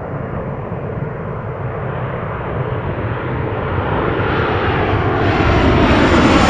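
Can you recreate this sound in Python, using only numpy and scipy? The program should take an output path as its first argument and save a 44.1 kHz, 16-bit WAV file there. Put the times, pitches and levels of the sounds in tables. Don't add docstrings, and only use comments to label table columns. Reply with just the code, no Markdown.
import sys
import numpy as np
from scipy import signal
from scipy.io import wavfile
from scipy.ndimage import uniform_filter1d, map_coordinates

SR = 44100
rng = np.random.default_rng(int(sys.argv[2]) if len(sys.argv) > 2 else 0)


def wav_out(sig):
    wavfile.write(sys.argv[1], SR, np.round(np.clip(np.atleast_2d(sig).T, -1, 1) * 32767).astype(np.int16))


N = 286209
SIZE, HOP = 2048, 512
HZ = np.fft.rfftfreq(SIZE, 1 / SR)
FRAME_S = np.arange(N // HOP + 2) * HOP / SR
SPEED, SOUND = 58.3, 343
OVERHEAD_S, HEIGHT = 8.0, 70
PITCH_LAG_S = .15

# (per Hz, over ROAR_DB)
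ROAR = [(15, -32), (30, -20.5), (50, 2.5), (80, 0.5), (150, 3.5), (300, 1), (600, -4.5), (1200, -5),
        (2400, -9), (3800, -9.5), (5200, -2.5), (7800, 1), (10700, -2.5), (13000, 12.5), (15000, 15)]
ROAR_DB = -22.5


def airliner():
    s = np.arange(N) / SR
    rise = doppler(s - PITCH_LAG_S)
    tones = fan(rise, side_on(s)) + whistle(rise)
    tones = tones * signal.windows.tukey(N, .01)
    lines = signal.stft(tones, nperseg=SIZE, noverlap=SIZE - HOP)[2][:, :len(FRAME_S)]
    roar = gain_of(fuzz_db()) * noise()
    return gain_of(ROAR_DB + read(ROAR)) * (roar + lines)


SHAFTS_HZ = [49.6, 49.07]
ORDERS = [24, 48, 72, 96, 98, 122, 146, 148, 172]
# level/dB of first and second engine (over the roar in one bin),
# then change/dB of each when heard side-on
FAN = [(-5.5, 0, -2, -1.5), (-1, -2, -12, -13), (-4, 8, -18.5, -42.5), (9, 3.5, -9.5, -9),
       (12.5, 7.5, -15, -10), (16, 9.5, -24.5, -10), (12.5, 12, 9, -15), (12.5, 6, -7, -3),
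       (14, 5.5, -13.5, -10.5)]
# t/s, level/dB of the two lowest orders, of the third,
# of those near 5.7 kHz, near 7.1 kHz and over 8 kHz
TONE_SWELL = [(0, 3.5, -6, 2, 2, 5), (1.1, 2.5, -1, -3, -2, -4), (1.45, -4.5, 13, -3, 2, 4),
              (1.9, -3, 6.5, -3, 3.5, 3), (2.4, -5.5, 3, -2, 4.5, 3), (3.0, -6, -1, -4, 0, 4),
              (3.5, -1, -2, -4.5, -6, -6.5), (4.0, -4.5, -4, -4.5, -4.5, -3.5), (4.25, -1, -4, 1, 2, -5),
              (4.5, 4, -9, 1, -1, -1), (4.75, -3, -4.5, -4.5, -4, -1), (5.0, -3, -1, 0.1, -2, -1),
              (5.2, -7, -4, -2, 0, 0), (5.45, -2, -1, 0.5, 7, 4), (5.7, 4, -4, 1.5, -2, 1.5),
              (5.95, 2, -2, 3.5, 1, 2), (6.1, 4, 0.1, -4, -2, 0), (6.25, -2, -1, -5, -1, -1),
              (6.49, -4, 0.1, -4, -5, -9)]
TONE_COLUMN = [0, 0, 1, 2, 2, 3, 4, 4, 4]


def fan(rise, aside):
    s = np.arange(N) / SR
    swells = [np.interp(s, FRAME_S, db) for db in along(TONE_SWELL)]
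    tones = np.zeros(N)
    for order, column, row in zip(ORDERS, TONE_COLUMN, FAN):
        blur_hz = order * (.05 + 0.19 * aside)
        for shaft_hz, db, aside_db in zip(SHAFTS_HZ, row[:2], row[2:]):
            level_db = db + aside_db * aside + swells[column]
            tones += tone(order * shaft_hz * rise, level_db, blur_hz, fade_db=2.5)
    return tones


# f/Hz at rest, width/Hz, level/dB (over the roar in one bin)
WHISTLE = (365.5, 7.3, -1.7)


def whistle(rise):
    hz, width_hz, db = WHISTLE
    return tone(hz * rise, db, width_hz / 2, fade_db=2.5)


FUZZ_ORDERS = [72, 97, 122, 147, 171]
# width/Hz, level/dB (over the roar),
# change/dB when heard side-on
FUZZ = [(70, 1.5, -11), (120, -2.5, 4.5), (190, 4.5, 20.5), (200, 1, 14), (300, -1, 12.5)]


def fuzz_db():
    shaft_hz = np.mean(SHAFTS_HZ) * doppler(FRAME_S - PITCH_LAG_S)
    aside = side_on(FRAME_S)
    total_db = 0
    for order, (width, db, aside_db) in zip(FUZZ_ORDERS, FUZZ):
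        hump = np.exp(-((HZ[:, None] - order * shaft_hz) / width) ** 2)
        total_db = total_db + (db + aside_db * aside) * hump
    return total_db


# f/Hz, loss/dB (per 100 m)
ABSORB = [(100, 0.56), (600, -0.25), (1300, 1.57), (1800, 2.5), (2400, 4), (3100, 6.5), (3800, 10.5),
          (4600, 17), (6300, 28), (7800, 35), (10700, 46.5), (12500, 60.5), (15000, 70)]
# t/s, level/dB
LOW_SWELL = [(0, 1.4), (1.1, -1.5), (3.35, -2), (3.95, 1.9), (5.15, -0.55), (5.9, 2), (6.49, 0.2)]
# t/s, level/dB
TREBLE_SWELL = [(0, 0.5), (.4, 3.5), (1.5, -2), (2.05, 5), (2.3, 3), (2.65, 1.5), (3.0, 3.5), (3.45, -1),
                (3.85, 2), (4.15, 0.5), (4.33, 6), (4.65, 6), (5.12, -5), (5.3, 5), (5.78, 0), (5.9, 3),
                (6.2, 1.8), (6.49, 2)]
# f/Hz, share of the treble swell (0-1)
TREBLE = [(700, 0), (1300, .4), (2400, .75), (3500, 1), (15000, 1)]
# t/s, level/dB
MID_SWELL = [(0, 0.5), (.15, 1), (.6, -0.5), (.9, 0.5), (1.5, 1), (1.9, 2), (2.22, 2.5), (2.36, 5.5),
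             (2.55, 1), (2.7, 0.5), (3.2, 1.5), (3.5, .3), (4.0, 1), (4.4, 1), (5.1, 1), (5.4, -1),
             (6.49, -0.3)]
# t/s, level/dB
TOP_SWELL = [(4.3, 5), (4.62, 0), (4.85, 3), (5.0, 6.5), (5.15, 2.5), (5.3, 1), (5.45, 0.5), (5.62, 2.5),
             (5.8, -5), (5.87, 0.5), (6.02, -0.5), (6.12, 5), (6.2, -0.5), (6.28, 3.5), (6.36, 0),
             (6.44, 3)]


def air():
    far = distance(FRAME_S) / 100
    (low_db,), (high_db,) = along(LOW_SWELL), along(TREBLE_SWELL)
    swell_db = low_db + read(TREBLE) * (high_db - low_db)
    mid_hump = np.exp(-(np.log((HZ[:, None] + 1) / 1200) / 0.36) ** 2)
    swell_db = swell_db + mid_hump * along(MID_SWELL)[0]
    swell_db = swell_db + read([(4500, 0), (6500, 1)]) * along(TOP_SWELL)[0]
    small_db = (1.17 + 0.15 * read(TREBLE)) * patches(20, 20)
    flicker = evened(uniform_filter1d(rng.standard_normal(len(FRAME_S)), size=4))
    small_db = small_db + 0.043 * read(ABSORB) * flicker
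    return gain_of(swell_db + small_db - read(ABSORB) * far) / far


# t/s, lag/ms, phase/rad,
# strength under 400 Hz (0-1), strength over 700 Hz (0-1), both before GROUND and the patches
ECHO = [(0, 1.66, 0.24, 0.5, 0.2), (1, 2.06, .6, 0.59, 0.32), (2.2, 1.86, 0.14, 0.7, 0.25),
        (3.5, 2.12, 0.061, 0.23, 0.37), (4.1, 2.19, 0.098, 0.42, 0.3), (4.8, 2.52, 0.087, .55, 0.65),
        (5.3, 2.81, 0.12, 0.57, 0.77), (5.8, 3.1, 0.078, 0.44, 0.66), (6.2, 3.54, 0.068, 0.48, 0.3),
        (6.49, 3.75, 0.083, 0.48, 0.7)]
# f/Hz, share kept (0-1)
GROUND = [(750, 1), (1150, .6), (1500, .35), (2500, .15), (6000, 0)]
ECHO_JITTER_MS, ECHO_PATCH_DB = .03, 1.0


def ground():
    lag_ms, phase, low, high = along(ECHO)
    strength = (low + (high - low) * read([(400, 0), (700, 1)])) * read(GROUND)
    lag_ms = lag_ms + ECHO_JITTER_MS * patches(16, 10)
    strength = strength * gain_of(ECHO_PATCH_DB * patches(10, 16))
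    turn = -2j * np.pi * HZ[:, None] * lag_ms / 1000 + 1j * phase
    return 1 + np.clip(strength, 0, 1) * np.exp(turn)


# t/s, level/dB
RUMBLE_SWELL = [(0, -7), (.6, -1), (1.2, -0.6), (1.7, 0.5), (2.2, -1), (2.8, 1.5), (3.3, 1.5), (3.8, -0.5),
                (4.4, -1.8), (4.9, -3), (5.4, .1), (6.49, -2.5)]
RUMBLE_HZ, SINK_HZ_PER_S = 137.2, 8.37
RUMBLE_DB, RUMBLE_ASIDE_DB = -10, -33
GUST_DB = 1.6


def rumble():
    far = distance(FRAME_S) / 100
    hz = RUMBLE_HZ - SINK_HZ_PER_S * FRAME_S
    hump = np.exp(-(np.log((HZ[:, None] + 1) / hz) / 0.26) ** 2)
    hump = hump / np.linalg.norm(hump, axis=0)
    gusts_db = GUST_DB * evened(uniform_filter1d(rng.standard_normal(len(FRAME_S)), size=6))
    level_db = RUMBLE_DB + RUMBLE_ASIDE_DB * side_on(FRAME_S) ** 2
    level_db = level_db + along(RUMBLE_SWELL)[0] + gusts_db
    return gain_of(level_db) / far * hump * noise()


# t/s, level/dB
BASS_SWELL = [(0, 0.8), (4.1, -1), (4.5, 3), (5.0, 5.5), (5.3, 1), (6.49, .1)]


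def bass_swell():
    return gain_of(read([(90, 0), (125, 1), (165, 1), (200, 0)]) * along(BASS_SWELL)[0])


# f/Hz, level/dB
LEAN = [(100, 0), (350, .03), (550, .2), (900, .45), (2000, .45), (4000, .8), (9000, .4)]
# f/Hz, phase/rad
LEAD = [(100, 0), (450, .012), (1000, .017), (2000, .042), (3400, .14), (9000, .3)]
# f/Hz, level/dB
SCATTER = [(30, -51.5), (100, -55.5), (170, -49.5), (330, -37), (600, -38), (900, -27), (1800, -25),
           (3500, -16), (8000, -13.5), (13000, -23.5)]


def ports(near):
    smooth = uniform_filter1d(abs(near), size=5, axis=0)
    apart = gain_of(read(SCATTER)) * smooth * noise()
    off_axis = .8 + 1.4 * side_on(FRAME_S)
    port = gain_of(off_axis * read(LEAN) / 2) * np.exp(1j * off_axis * read(LEAD) / 2)
    return to_sound(np.array([near * port + apart, near / port - apart]))


# f/Hz, level/dB (per Hz)
HISS = [(1000, -5.5), (4000, 1), (6000, -4.5), (7500, -9), (9500, -20.5), (11500, -15.5), (12500, -31.5),
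        (14500, -39.5)]
HISS_DB = -67


def hiss():
    shared = noise()
    both = np.array([shared + 2.3 * noise(), shared + 2.0 * noise()])
    return gain_of(HISS_DB) * evened(to_sound(gain_of(read(HISS)) * both))


def distance(s):
    return np.hypot(SPEED * (OVERHEAD_S - s), HEIGHT)


def side_on(s):
    return (HEIGHT / distance(s)) ** 2


def doppler(s):
    closing = SPEED * SPEED * (OVERHEAD_S - s) / distance(s)
    return 1 / (1 - closing / SOUND)


def tone(hz, db, blur_hz, fade_db):
    turns = np.cumsum(hz + blur_hz * wander(12)) / SR + rng.random()
    return gain_of(db + fade_db * wander(6)) * np.sin(2 * np.pi * turns)


def wander(rate_hz):
    knots = rng.standard_normal(int(N / SR * 2 * rate_hz) + 3)
    places = np.linspace(1, len(knots) - 2, N // 64)
    smooth = map_coordinates(knots, [places], order=3)
    return evened(np.interp(np.linspace(0, len(smooth) - 1, N), np.arange(len(smooth)), smooth))


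def noise():
    a, b = rng.standard_normal((len(FRAME_S), len(HZ), 2)).T
    return (a + 1j * b) / np.sqrt(2)


def patches(bins, frames):
    field = rng.standard_normal((len(FRAME_S), len(HZ))).T
    field = uniform_filter1d(field, size=bins, axis=0)
    return evened(uniform_filter1d(field, size=frames, axis=1))


def read(points):
    f, value = np.transpose(points)
    return np.interp(np.log(HZ + 1), np.log(f + 1), value)[:, None]


def along(points):
    s, *columns = np.transpose(points)
    return [np.interp(FRAME_S, s, c) for c in columns]


def gain_of(db):
    return 10 ** (np.asarray(db) / 20)


def evened(x):
    return x / np.sqrt(np.mean(abs(x) ** 2) + 1e-20)


def to_sound(spectra):
    return signal.istft(spectra, nperseg=SIZE, noverlap=SIZE - HOP)[1]


def scene():
    near = airliner() * air() * ground() + rumble()
    jet = ports(near * bass_swell())
    return (jet + hiss())[:, :N]


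EDGE_HZ = 14500


def record(dry):
    soft = dry / (1 + dry ** 6) ** (1 / 6)
    soft = np.pad(soft, [(0, 0), (255, 255)], mode="reflect", reflect_type="odd")
    lowpass = signal.firwin(511, EDGE_HZ, window=("kaiser", 9), fs=SR)
    return signal.oaconvolve(soft, lowpass[None], "valid", axes=1)


dry = scene()
out = record(dry)
wav_out(out)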